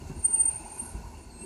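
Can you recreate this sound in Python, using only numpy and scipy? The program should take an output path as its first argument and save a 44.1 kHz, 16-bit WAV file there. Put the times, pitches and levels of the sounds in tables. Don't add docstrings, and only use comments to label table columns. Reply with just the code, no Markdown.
import sys
import numpy as np
from scipy import signal
from scipy.fft import rfft, irfft, next_fast_len
from scipy.io import wavfile
from scipy.ndimage import map_coordinates

SR = 44100
rng = np.random.default_rng(int(sys.argv[2]) if len(sys.argv) > 2 else 0)


def store_wav(level_fs):
    pcm = np.round(np.clip(np.atleast_2d(level_fs), -1, 1) * 32767)
    wavfile.write(sys.argv[1], SR, pcm.T.astype(np.int16))


N = 63945

# frequency in Hz, relative density in dB.
RUMBLE_SPECTRUM = [(36, 3), (50, -4.5), (75, -2), (100, -8), (133, -12.5), (190, -17)]
ROAR_SPECTRUM = [(125, -0.5), (180, -2), (237, 4), (275, -3), (380, 1), (430, -4), (500, -12.5)]
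TYRE_SPECTRUM = [(300, -45), (480, -8.5), (620, -2), (860, -0.5), (1010, 0), (1130, -14.5), (1800, -16.5),
                 (2300, -15.5), (3200, -23), (4000, -24), (5000, -18)]
HISS_SPECTRUM = [(2500, -50.5), (3800, -4.5), (5200, -5.5), (6600, 3.5), (7800, 0.5), (9500, -2.5),
                 (12000, -11), (14200, -12)]
RATTLE_SPECTRUM = [(100, -23), (160, 7.5), (240, 2), (390, -3), (520, -17), (1200, -20), (4000, -40)]
# centre in Hz, width in Hz, boost in dB.
TYRE_RESONANCES = [(1470, 130, 4), (2490, 100, 4), (2710, 140, 5), (4380, 520, 6)]
# time in seconds, level in dB.
RUMBLE_ENVELOPE_DB = [(0, -45), (.17, -42), (.3, -54.5), (.42, -55), (.56, -45), (.7, -53.5), (1.05, -44),
                      (1.32, -49), (1.45, -59)]
ROAR_ENVELOPE_DB = [(0, -50.5), (.13, -50.5), (.25, -50), (.55, -57), (.8, -52), (1.1, -52.5),
                    (1.33, -54.5), (1.45, -45.5)]
TYRE_ENVELOPE_DB = [(0, -54.5), (.2, -55), (.4, -53), (.85, -53.5), (1.1, -55.5), (1.35, -57.5),
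                    (1.45, -55)]
HISS_ENVELOPE_DB = [(0, -59), (.06, -59.5), (.085, -56), (.12, -60), (.4, -58.5), (.85, -57.5), (1.05, -60),
                    (1.33, -63), (1.45, -61.5)]
SQUEAL_ENVELOPE_DB = [(.13, -79), (.165, -54.5), (.225, -47), (.26, -32), (.39, -32.5), (.5, -38.5),
                      (.57, -36.5), (.6, -50), (.74, -45.5), (.78, -41.5), (.91, -46), (.97, -59),
                      (1.0, -76)]
# pitch in Hz, level in dB.
ENGINE_TONES = [(46, -57), (73, -57)]
# pitch in Hz, level in dB re the tyre envelope.
TYRE_RINGS = [(1480, -15), (2200, -18), (2730, -14), (4250, -19), (4520, -17)]
# start in seconds, boom level in dB, pitch in Hz, T60 in seconds,
# rattle level in dB.
BODY_JOLTS = [(0.054, -36, 85, 0.14, -63), (.094, -34.5, 146, .17, -33), (0.159, -35, 68.4, 0.22, -38.5),
              (.345, -46, 225, 0.19, -48.5), (.445, -43.5, 285, 0.13, -53), (0.599, -43, 324, 0.14, -60),
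              (0.816, -42.5, 239, 0.17, -46), (0.945, -26.5, 52.6, 0.16, -39.5),
              (.993, -37, 170, 0.07, -58)]
# start and end in seconds, pitch in Hz, level in dB, rough share 0-1.
BRAKE_CHIRPS = [ (.10, .36, 2720, -66, .7), (.36, .66, 2650, -62, .8), (.37, .47, 10225, -55.5, .85),
                (.48, .82, 2490, -65, .8), (.56, .93, 6540, -67, .8), (.735, .925, 11105, -52, .99),
                (.83, 1.03, 1460, -62, .6), (1.04, 1.15, 11130, -70, .99), (1.12, 1.24, 2715, -63, .5),
                (1.16, 1.26, 8925, -58, .25), (1.30, 1.44, 4230, -64, .99), (1.30, 1.322, 4400, -57, .6),
                (1.315, 1.39, 8345, -54, .25), (1.385, 1.5, 8330, -44, .1), (1.405, 1.445, 2700, -54, .05),
                (1.405, 1.45, 10435, -51, .6)]
# peak time in seconds, half width in seconds, level in dB.
LINING_GRABS = [(0.2543, 0.0085, -17.5), (0.344, 0.0091, -22.5), (.378, .013, -32), (0.409, 0.013, -19.5),
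                (0.459, 0.0065, -21.5), (0.487, .012, -23.5), (0.802, 0.0088, -34.5)]
# pitch in Hz, level in dB re the main mode.
COMPANION_MODES = [(7197, -34.5), (13227, -44)]
# time in seconds, band centre in Hz, level in dB.
TYRE_HUM_TRACK = [(.27, 990, -72), (.305, 970, -53), (.37, 880, -57), (.56, 865, -55), (.68, 830, -56),
                  (.76, 880, -57), (.83, 930, -52.5), (1.04, 960, -55), (1.13, 950, -56), (1.22, 900, -68)]

BUMP_ATTACK_S, RATTLE_T60_S = .005, .12
CHIRP_EDGE_S, CHIRP_FLUTTER_DB = .02, 2
SQUEAL_HZ, SAG_HZ_PER_DB, SAG_FROM_DB = 8865, 2.9, -48
STREET_T60_S, STREET_DB, STREET_DELAY_S = .22, -17, .008
LOW_CUT_HZ, TOP_HZ = 33, 14300
TIME_S = np.arange(N) / SR


def amp(db):
    return 10 ** (np.asarray(db) / 20)


def unit_rms(x):
    return x / np.sqrt(np.mean(x ** 2) + 1e-20)


def curve(rows):
    return np.interp(TIME_S, *np.transpose(rows))


def wobble(rate_hz):
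    return map_coordinates(rng.standard_normal(2048), [TIME_S * rate_hz + 2], mode="wrap")


def filtered(x, response):
    size = next_fast_len(N + SR // 2)
    return irfft(rfft(x, size) * response(np.fft.rfftfreq(size, 1 / SR)), size)[..., :N]


def noise(spectrum, resonances=()):
    knots_hz, knots_db = np.transpose(spectrum)

    def gain(hz):
        db = np.interp(np.log(hz + 1), np.log(knots_hz), knots_db)
        for centre_hz, width_hz, boost_db in resonances:
            db += boost_db / (1 + (2 * (hz - centre_hz) / width_hz) ** 2)
        low_pass = 1 / (1 + (hz / knots_hz[-1] / 1.15) ** 16)
        high_pass = 1 / (1 + (knots_hz[0] / (hz + 1)) ** 4)
        return amp(db) * low_pass * high_pass
    return unit_rms(filtered(rng.standard_normal(N), gain))


def phase_rad(hz):
    return 2 * np.pi * (np.cumsum(np.broadcast_to(hz, N)) / SR + rng.random())


def rough_tone(hz, rough_share, width_hz=90):
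    def smear():
        return unit_rms(filtered(rng.standard_normal(N), lambda f: np.exp(-f / width_hz)))
    phase = phase_rad(hz)
    share = np.clip(rough_share, 0, 1)
    pure = np.sqrt(2) * np.sin(phase)
    rough = smear() * np.sin(phase) + smear() * np.cos(phase)
    return np.sqrt(1 - share) * pure + np.sqrt(share) * rough


def road_noise():
    rumble = amp(curve(RUMBLE_ENVELOPE_DB)) * noise(RUMBLE_SPECTRUM)
    roar = amp(curve(ROAR_ENVELOPE_DB) + 1.5 * wobble(44.84)) * noise(ROAR_SPECTRUM)
    tyres = amp(curve(TYRE_ENVELOPE_DB) + .7 * wobble(59.44)) * noise(TYRE_SPECTRUM, TYRE_RESONANCES)
    hiss = amp(curve(HISS_ENVELOPE_DB) + .4 * wobble(80)) * noise(HISS_SPECTRUM)
    return rumble + roar + tyres + hiss


def engine_drone():
    out = np.zeros(N)
    for hz, db in ENGINE_TONES:
        gain = amp(db + 1.5 * wobble(2.7))
        pitch_hz = hz * (1 + .03 * wobble(12))
        out += gain * np.sqrt(2) * np.sin(phase_rad(pitch_hz))
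    return out


def tyre_rings():
    out = np.zeros(N)
    for hz, db in TYRE_RINGS:
        gain = amp(db + 4 * wobble(40))
        pitch_hz = hz * (1 + .018 * wobble(25))
        out += gain * rough_tone(pitch_hz, rough_share=.85)
    return amp(curve(TYRE_ENVELOPE_DB)) * out


def body_bumps():
    out = np.zeros(N)
    for start_s, boom_db, hz, t60_s, rattle_db in BODY_JOLTS:
        age_s = np.maximum(TIME_S - start_s, 0)
        attack = 1 - np.exp(-age_s / BUMP_ATTACK_S)
        boom = amp(boom_db - 60 * age_s / t60_s) * np.sqrt(2) * np.sin(2 * np.pi * hz * age_s)
        rattle = amp(rattle_db - 60 * age_s / RATTLE_T60_S) * noise(RATTLE_SPECTRUM)
        out += attack * (boom + rattle)
    return out


def brake_chirps():
    out = np.zeros(N)
    for start_s, end_s, hz, db, rough_share in BRAKE_CHIRPS:
        inside_s = np.minimum(TIME_S - start_s, end_s - TIME_S)
        gate = np.clip(.5 + inside_s / (2 * CHIRP_EDGE_S), 0, 1) ** 2
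        out += gate * amp(db + CHIRP_FLUTTER_DB * wobble(55)) * rough_tone(hz, rough_share)
    return out


def brake_squeal():
    held = amp(curve(SQUEAL_ENVELOPE_DB))
    grabs = sum(amp(db) * np.exp(-((TIME_S - peak_s) / half_width_s) ** 2)
                for peak_s, half_width_s, db in LINING_GRABS)
    envelope = held + grabs
    excess_db = np.maximum(20 * np.log10(envelope) - SAG_FROM_DB, 0)
    pitch_hz = SQUEAL_HZ - SAG_HZ_PER_DB * excess_db
    companions = sum(amp(db) * rough_tone(hz, rough_share=.62) for hz, db in COMPANION_MODES)
    main_mode = rough_tone(pitch_hz, rough_share=.5 * (held / envelope) ** 1.8)
    return envelope * (main_mode + companions)


def street_echo(source):
    lag_s = np.arange(SR // 3) / SR
    decay = amp(-60 * lag_s / STREET_T60_S) * np.clip(lag_s / STREET_DELAY_S - 1, 0, 1)
    centres_s, step_s = np.linspace(0, N / SR, num=12, retstep=True)
    out = np.zeros(N)
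    for centre_s in centres_s:
        tail = decay * rng.standard_normal(len(lag_s))
        crossfade = np.sqrt(np.clip(1 - abs(TIME_S - centre_s) / step_s, 0, 1))
        out += signal.fftconvolve(source * crossfade, tail / np.linalg.norm(tail))[:N]
    return out


def tyre_hum():
    track = np.array(TYRE_HUM_TRACK)
    centre_hz = curve(track[:, :2])
    level_db = curve(track[:, [0, 2]]) + 4.5 * wobble(55)
    return amp(level_db) * rough_tone(centre_hz, rough_share=.9, width_hz=75)


def scene():
    brakes = brake_squeal() + brake_chirps()
    echo = amp(STREET_DB) * street_echo(brakes)
    mono = brakes + echo + tyre_hum() + tyre_rings() + road_noise() + engine_drone() + body_bumps()
    return np.array([mono, mono])


def record(dry):
    return filtered(dry, lambda hz: (hz < TOP_HZ) / (1 + (LOW_CUT_HZ / (hz + 1)) ** 8))


dry = scene()
out = record(dry)
store_wav(out)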